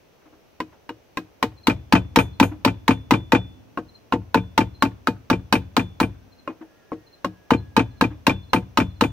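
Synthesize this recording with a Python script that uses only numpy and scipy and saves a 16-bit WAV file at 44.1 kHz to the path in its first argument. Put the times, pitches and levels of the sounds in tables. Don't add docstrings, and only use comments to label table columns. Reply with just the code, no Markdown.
import sys
import numpy as np
from scipy import signal
from scipy.fft import rfft, irfft, next_fast_len
from scipy.io import wavfile

SR = 44100
rng = np.random.default_rng(int(sys.argv[2]) if len(sys.argv) > 2 else 0)


def persist_wave(psi):
    counts = np.round(np.clip(psi, -1, 1) * 32767).astype(np.int16)
    wavfile.write(sys.argv[1], SR, np.atleast_2d(counts).T)


N = 402191
AGE = np.arange(int(.2 * SR)) / SR
LONG = np.arange(int(.55 * SR)) / SR


def amp(db):
    return 10 ** (np.asarray(db) / 20)


def along(points, hz):
    f, v = np.transpose(points)
    return np.interp(np.log(hz + 1), np.log(f), v)


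def filtered(x, response):
    size = x.shape[-1]
    padded = next_fast_len(size + size // 16, True)
    spectrum = rfft(x, padded) * response(np.fft.rfftfreq(padded, 1 / SR))
    return irfft(spectrum, padded)[..., :size]


def noise(spectrum, size, spread):
    white = rng.standard_normal((2, size))
    mid, side = filtered(white, lambda hz: amp(along(spectrum, hz)))
    pair = np.array([mid + spread * side, mid - spread * side])
    return pair / pair.std()


def dying(x, decay):
    hz, t, z = signal.stft(x, SR, nperseg=128)
    fade = amp(-60 * t / along(decay, hz)[:, None])
    return signal.istft(z * fade, SR, nperseg=128)[1][:, :x.shape[1]]


def burst(x):
    energy = np.mean(x ** 2) * x.shape[-1] / SR * 100
    return x / np.sqrt(energy)


def any_phase():
    return rng.uniform(0, 2 * np.pi)


def mode(hz, t60, attack, phase=0, t=AGE):
    envelope = np.exp(-np.log(1000) * t / t60) * (1 - np.exp(-t / attack))
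    return np.sin(2 * np.pi * hz * t + phase) * envelope


def ring(modes, attack, scatter_db, detune):
    out = 0
    for k, (hz, db, t60) in enumerate(modes):
        level_dev, pitch_dev, phase_dev = rng.standard_normal(3)
        gain = amp(db + scatter_db * level_dev)
        out = out + gain * mode(hz * (1 + detune * pitch_dev), t60, attack, k * np.pi + phase_dev / 2)
    return out


def add(track, s, sound):
    part = track[:, max(round(s * SR), 0):][:, :sound.shape[-1]]
    part += sound[..., :part.shape[1]]


def wobble(rate):
    knots = rng.standard_normal(4096)
    return np.interp(np.arange(N) * rate / SR, np.arange(len(knots)), knots)


# (f/Hz, relative level/dB)
CLATTER_SPECTRUM = [(60, -19), (250, -5), (600, 2), (1000, 6.5), (1700, -0.5), (2700, -9.5), (3800, -15),
                    (4800, -20.5), (7000, -25.5), (10000, -35), (15500, -58)]
# (f/Hz, t60/s)
CLATTER_DECAY = [(200, 0.25), (1000, 0.057), (3000, 0.08), (12000, 0.095)]


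def clatter(spread):
    return burst(dying(noise(CLATTER_SPECTRUM, size=len(AGE), spread=spread), CLATTER_DECAY))


# (f/Hz, relative level/dB)
AIR_SPECTRUM = [(25, -11), (60, -1), (150, -2.5), (250, -3.5), (450, -0.5), (700, -4.5), (1100, -11.5),
                (2000, -15.5), (2650, -14.5), (3600, -20), (5100, -22.5), (6000, -19), (6900, -29),
                (9000, -33.5), (14000, -27)]
# (t/s, length/s, f/Hz at mid-tone, level/dB)
WHINE_TONES = [(5.95, .75, 1570, -74), (6.45, .8, 1385, -68), (6.5, .8, 1855, -67), (6.45, .75, 1680, -69),
               (6.95, 1.35, 1660, -62)]
WHINE_ARCH = .02


def distance():
    out = amp(-56.5) * noise(AIR_SPECTRUM, size=N, spread=.85)
    for start_s, length_s, hz, db in WHINE_TONES:
        arch = np.sin(np.pi * np.clip((np.arange(N) / SR - start_s) / length_s, 0, 1))
        level = amp(db + 3.5 * wobble(rate=24)) * arch ** 1.5
        waver_hz = 7 * wobble(rate=5) + 26 * wobble(rate=70)
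        pitch_hz = hz * (1 - WHINE_ARCH * (1 - arch)) + waver_hz
        out = out + level * np.sin(2 * np.pi * np.cumsum(pitch_hz) / SR)
    return out


# (f/Hz, t60/s)
YARD_DECAY = [(100, 4), (300, 0.54), (1000, 0.54), (4000, 0.47), (12000, 0.093)]


def yard(x):
    t = np.arange(SR) / SR
    tail = dying(rng.standard_normal((2, SR)), YARD_DECAY) * (1 - np.exp(-t / 0.012))
    response = amp(-36.5) * tail / np.linalg.norm(tail[0])
    wall = signal.windows.hann(11) / 5
    add(response, .094, amp(-40) * wall)
    return signal.oaconvolve(x, response, axes=1)[:, :N]


# (t/s, 2nd note level/dB)
CALLS = [(1.562, -49), (2.322, -54), (3.874, -49), (4.736, -47), (6.312, -54), (7.056, -51), (7.498, -48),
         (7.9, -58.5), (8.42, -55), (8.89, -58)]
NOTE_GAP_S, FIRST_NOTE_DB = .063, -4
NOTE_HZ, NOTE_STEP_HZ = 4276, 20
NOTE_FALL_HZ_PER_S, NOTE_FALL_HZ = 8000, 327


def bird():
    out = np.zeros((2, N))
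    for s, db in CALLS:
        for k, note_db in enumerate([db + FIRST_NOTE_DB, db]):
            fall_hz = np.minimum(NOTE_FALL_HZ_PER_S * AGE, NOTE_FALL_HZ)
            hz = NOTE_HZ + k * NOTE_STEP_HZ - fall_hz
            swell = np.exp(-((AGE - .018) / .0095) ** 2)
            note = swell * np.sin(2 * np.pi * np.cumsum(hz) / SR)
            leaves = rng.standard_normal((2, len(AGE))) * amp(-60 * AGE / 0.19)
            leaves = leaves / np.linalg.norm(leaves[0])
            blur = signal.fftconvolve(note[None], leaves, axes=1)[:, :len(AGE)]
            add(out, s + k * NOTE_GAP_S, amp(note_db) * (note + 0.94 * blur))
    return out


# (t/s, rub level/dB, wood hum level/dB)
CHISEL_SHIFTS = [(.215, -56, -64), (.255, -51, -48.5), (0.324, -51.5, -50.5), (.722, -49, -79),
                 (2.513, -40, -28.5), (6.143, -56, -58), (6.491, -37.5, -29), (6.609, -42, -34),
                 (8.108, -44.5, -34.5)]


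def shifts():
    out = np.zeros((2, N))
    for s, rub_db, hum_db in CHISEL_SHIFTS:
        rub = filtered(clatter(spread=0.36), lambda hz: hz / (hz + 600) / (1 + (hz / 3200) ** 2))
        rub = rub * (1 - np.exp(-AGE / 0.057))
        hum = ring([(312, 0, .12), (255, -6, .07)], attack=.012, scatter_db=1.5, detune=.02)
        add(out, s, amp(rub_db - 1) * burst(rub) + amp(hum_db) * burst(hum))
    return out


# (t/s, level/dB)
BLADE_SINGS = [(2.165, -50), (5.531, -33.5), (6.005, -33.5), (8.534, -36), (8.778, -38), (9.013, -51)]


def blade():
    out = np.zeros((2, N))
    for s, db in BLADE_SINGS:
        add(out, s, amp(db) * (mode(8870, .125, .003) + amp(-6) * mode(14300, .13, .003)))
    return out


FIRM_THUMP_DB, FIRM_CRACK_DB = -12, -25

# (f/Hz, relative level/dB, t60/s, group: 0 clank, 1 low, 2 middle, 3 high ring)
BAR_MODES = [(2380, 6.5, .075, 0), (2490, 2, .07, 0), (2720, -3, .08, 0), (1500, -4, .09, 0),
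             (3090, -6, .1, 0), (3490, 14, .47, 1), (6218, 2, .24, 2), (6514, 9, .11, 2), (6834, 9, .16, 2),
             (7887, 2, .17, 2), (8866, 14, .13, 2), (8993, 8, .12, 2), (9590, 4, .11, 2),
             (14300, 9, .13, 2), (15140, 6, .13, 2), (11350, 17, .21, 3)]
# (low, middle, high level/dB)
HELD_RING_DB = (-67.5, -73.5, -89.5)
# (t/s, low, middle, high ring level/dB)
FREE_BAR_RINGS = [(2.16, -53, -50, -63), (2.4, -67, -51.5, -57.5), (2.88, -58, -61.5, -86),
                  (3.11, -54.5, -66, -97.5), (3.32, -51, -81, -92), (4.34, -61.5, -79.5, -87),
                  (5.77, -58.5, -65.5, -86), (8.27, -52.5, -77, -101.5), (8.77, -58.5, -66.5, -82),
                  (9.01, -59.5, -60, -90)]
THROW_THUMP_DB, THROW_CRACK_DB = -15, -34
BAR_FLIGHT_S = .0275
CLANK_DB, CLANK_PER_THUMP_DB, CLANK_PER_CRACK_DB = -29.5, 1.92, 0.69
CHATTER_GAP_S = .007
CHATTER_LOSS_DB, CLACK_LOSS_DB = 8, 5.5


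def vise_bar():
    out = np.zeros((2, N))
    for s, *_, crack_db, thump_db in BLOW_LIST:
        if thump_db <= THROW_THUMP_DB or crack_db <= THROW_CRACK_DB:
            continue
        throw_db = CLANK_PER_THUMP_DB * (thump_db - FIRM_THUMP_DB)
        throw_db += CLANK_PER_CRACK_DB * (crack_db - FIRM_CRACK_DB)
        free = [levels for at, *levels in FREE_BAR_RINGS if abs(at - s) < .05]
        ring_db = free[0] if free else np.add(HELD_RING_DB, throw_db)
        group_db = [CLANK_DB + throw_db, *ring_db]
        landing_s = s + BAR_FLIGHT_S
        for hz, db, t60, group in BAR_MODES:
            gain = amp(db + group_db[round(group)] + rng.normal(0, 0.91))
            add(out, landing_s, gain * mode(hz, t60, .001, any_phase(), LONG))
        gaps_s = CHATTER_GAP_S * (.5 + rng.random(size=3))
        for k, late_s in enumerate(np.cumsum([0, *gaps_s])):
            clack = amp(6.5 - CLACK_LOSS_DB * k) * mode(2460 * rng.normal(1, 0.024), 0.042, .0008)
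            chatter = amp(5.0 - CHATTER_LOSS_DB * k) * clatter(spread=0.81)
            add(out, landing_s + late_s, amp(group_db[0]) * (chatter + clack))
    return out


# (f/Hz, relative level/dB, t60/s)
VISE_MODES = [(182.1, -9.5, 0.23), (230, -7.5, 0.091), (272.6, -11.5, 0.19), (340, -17, 0.2),
              (467, -8.5, 0.093), (910, -8, 0.022)]
# (f/Hz, relative level/dB, t60/s, build-up/s)
BENCH_MODES = [(59, -4, 0.43, 0.079), (74.7, -3, 0.46, 0.073), (91.9, -3, 0.51, 0.098),
               (107.05, 5, 0.29, 0.019), (130, -6, 0.4, 0.014)]
THUMP_DELAY_S, THUMP_HZ, THUMP_SAG_HZ_PER_DB = .0105, 254.4, 2.87
SWAY_DB, SWAY_DB_PER_DB, GROUNDED_SWAY_DB = -20, 1.2, -2.5
LIFT_DB = -15
LANDING_S, LANDING_SCATTER_S, LANDING_LAG_S_PER_S = .029, .002, 0.0012
LANDING_DB, LANDING_DB_PER_DB = -18, 1.52


def bench():
    out = np.zeros((2, N))
    for s, *_, thump_db in BLOW_LIST:
        force_db, lifted = thump_db - FIRM_THUMP_DB, thump_db > LIFT_DB
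        thump_hz = THUMP_HZ - THUMP_SAG_HZ_PER_DB * force_db
        lurch = np.exp(-((AGE - .0052) / .0042) ** 2) * np.sin(2 * np.pi * thump_hz * AGE)
        iron = ring(VISE_MODES, attack=0.00075, scatter_db=6, detune=.025)
        thump = amp(thump_db - 0.2) * burst(lurch) + amp(thump_db - 5.0) * burst(iron)
        add(out, s + THUMP_DELAY_S, thump + amp(thump_db - 12.5) * clatter(spread=0.35))

        sway = 0
        for hz, db, t60, rise_s in BENCH_MODES:
            gain = amp(db + rng.normal(0, 1.9))
            sway = sway + gain * mode(hz * rng.normal(1, .025), t60, rise_s, any_phase(), LONG)
        sway_db = SWAY_DB + SWAY_DB_PER_DB * force_db + (0 if lifted else GROUNDED_SWAY_DB)
        add(out, s + .012, amp(sway_db) * burst(sway))

        if lifted:
            thud = amp(10.0) * mode(285 * rng.normal(1, 0.079), 0.022, 0.0043)
            thud = thud + amp(-8.5) * ring(VISE_MODES, attack=0.00083, scatter_db=3.0, detune=0.024)
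            landing_s = s + rng.normal(LANDING_S + LANDING_LAG_S_PER_S * s, LANDING_SCATTER_S)
            add(out, landing_s, amp(LANDING_DB + LANDING_DB_PER_DB * force_db) * burst(thud))
    return out


# (t/s, knock level/dB, knock f/Hz, crack level/dB, bench thump level/dB)
BLOW_LIST = [(0.603, -23.5, 1010, -40.5, -31.5), (0.892, -30.5, 930, -47.5, -32),
             (1.1721, -23, 1050, -36, -30.0), (1.427, -17, 1044, -28.5, -18),
             (1.6703, -18, 1004, -22.5, -12), (1.9248, -14, 987, -23.0, -8.5),
             (2.1601, -12.5, 974, -20, -9), (2.3998, -13, 970, -23, -9.5),
             (2.6491, -16, 1007, -22.5, -11.5), (2.88, -14.0, 1020, -24, -10.5),
             (3.1089, -14, 1004.0, -24.5, -10), (3.321, -13.5, 925.0, -26, -9.0),
             (3.774, -22.5, 1083, -50.0, -26), (4.1239, -16.5, 1050, -38.0, -14.5),
             (4.3445, -13.0, 1013, -29.5, -12.5), (4.578, -12.5, 940, -24.5, -11.5),
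             (4.8236, -14, 1107, -25, -14.5), (5.0719, -16.5, 1295, -29, -15.5),
             (5.3008, -16, 1180, -27, -12), (5.526, -13, 1010, -22, -12.5),
             (5.7667, -15.5, 1040, -24.5, -13), (6.0016, -17.5, 1010, -27, -12),
             (6.4759, -25.5, 1064.0, -53, -34), (6.9182, -22.5, 1094, -62.5, -29.5),
             (7.2458, -20.5, 1085, -38, -23.5), (7.5065, -14.0, 970, -31, -10.5),
             (7.766, -13, 1002.0, -26.5, -10.0), (8.0115, -14.5, 1036, -26, -12.0),
             (8.2677, -13.5, 1040, -22, -11.5), (8.533, -12.5, 1020, -25, -13),
             (8.7734, -13.5, 1056, -24.5, -10.5), (9.01, -15.5, 1020, -24.5, -12.0)]
# (f/Hz, relative level/dB, t60/s)
WOOD_MODES = [(222.3, -12, 0.06), (456.4, -17.5, 0.16), (574, -11, 0.076), (725, -18.5, 0.14),
              (1241, -13, 0.085), (1514, -11, 0.035), (1604, -10, 0.064), (1882, -30.5, 0.044),
              (2495, -15, 0.11), (2752, -8, 0.041), (2963, -15.5, 0.076)]
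# (f/Hz, relative level/dB, t60/s)
STEEL_MODES = [(3500, -11, 0.013), (3915, 12.5, 0.018), (4580, -1.5, 0.063), (5450, -7.5, 0.094),
               (5880, -3.5, 0.045), (8620, -11.5, 0.036), (14300, -18, 0.085)]
# (f/Hz, relative level/dB)
CRACK_SPECTRUM = [(300, -17), (1500, 2.5), (2700, -4), (3900, -1), (4500, -6), (6000, -12.5), (7500, -14),
                  (9200, -21), (11800, -17), (15500, -24)]
# (from t/s, 2nd resonance f/Hz, its relative level/dB, tock offset/dB)
CHISEL_SEATS = [(0, 1900, 0, -4), (3.6, 1400, 1, -9.5), (5.4, 1290, 0, -8)]
TOCK_HZ, TOCK_SCATTER = 2230, .12


def chisel():
    out = np.zeros((2, N))
    snap = amp(-60 * AGE / 0.043) + amp(-11 - 60 * AGE / 0.15)
    for s, knock_db, knock_hz, crack_db, thump_db in BLOW_LIST:
        bite = np.clip((thump_db + 22.5) / 13, 0, 1)
        knock = amp(6) * mode(knock_hz, .048 - .024 * bite, .0003)
        clamped = bite * amp(2.5 + rng.normal(0, 0.29)) * mode(891, 0.11, 0.0048, any_phase())
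        loose = amp(-3) * mode(312, .19, 0.00072)
        loose = loose + amp(-1) * mode(490 * rng.normal(1, 0.088), 0.032, .0005)
        _, seat_hz, seat_db, seat_tock_db = [row for row in CHISEL_SEATS if row[0] < s][-1]
        seated = amp(seat_db) * mode(seat_hz * rng.normal(1, 0.065), 0.028, 0.00045)
        grain = ring(WOOD_MODES, attack=0.00079, scatter_db=5.0, detune=0.016)
        wood = burst(knock + clamped + (1 - bite) * loose + seated + grain)
        crunch = burst(clatter(spread=0.39) * (1 + 2 * np.exp(-AGE / 0.0004)))
        body = amp(2) * wood + amp(-9.5 + 3.85 * bite) * crunch
        corner_hz = 15000 * amp(.65 * (crack_db - knock_db))
        body = filtered(body, lambda hz: 1 / (1 + 1.3j * hz / corner_hz - (hz / corner_hz) ** 2))

        tock_db = (knock_db + crack_db) / 2 + seat_tock_db
        tock_hz = TOCK_HZ * (1 + TOCK_SCATTER * rng.uniform(-0.9, 1))
        upper = .7 * mode(tock_hz * 1.08, .03, .0003, any_phase())
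        tock = burst(mode(tock_hz, .03, .0003) + upper)

        crack = burst(noise(CRACK_SPECTRUM, size=len(AGE), spread=0.95) * snap)
        ping = burst(ring(STEEL_MODES, attack=.0003, scatter_db=3.5, detune=0.0016))
        add(out, s - .0002, amp(crack_db + 3.5) * crack + amp(crack_db - 4.0) * ping)
        add(out, s, amp(knock_db - 0.68) * body + amp(tock_db) * tock)
    return out


# (f/Hz, left - right level/dB)
STEREO_BALANCE = [(100, 2.5), (550, 3.5), (900, -0.5), (1300, 4), (2050, -2), (2800, 4), (4500, -2),
                  (6300, -7), (9800, -3), (12000, -4), (15500, -12.5)]
# (f/Hz, left lead/rad)
STEREO_LEAD = [(900, 0), (1700, -0.87), (2500, 1.25), (3500, 1.4), (7000, 1.37), (12000, 1.6)]


def scene():
    work = chisel() + blade() + bench() + vise_bar() + shifts()
    sides = np.array([[.5], [-.5]])

    def to_sides(hz):
        return amp(sides * along(STEREO_BALANCE, hz)) * np.exp(1j * sides * along(STEREO_LEAD, hz))

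    return filtered(work, to_sides) + yard(work) + bird() + distance()


TOP_HZ = 15800


def record(dry):
    rounded = dry / (1 + np.abs(dry / 1.1) ** 6) ** (1 / 6)
    return filtered(rounded, lambda hz: 1 / (1 + np.exp(np.clip((hz - TOP_HZ) / 30, -50, 50))))


dry = scene()
out = record(dry)
persist_wave(out)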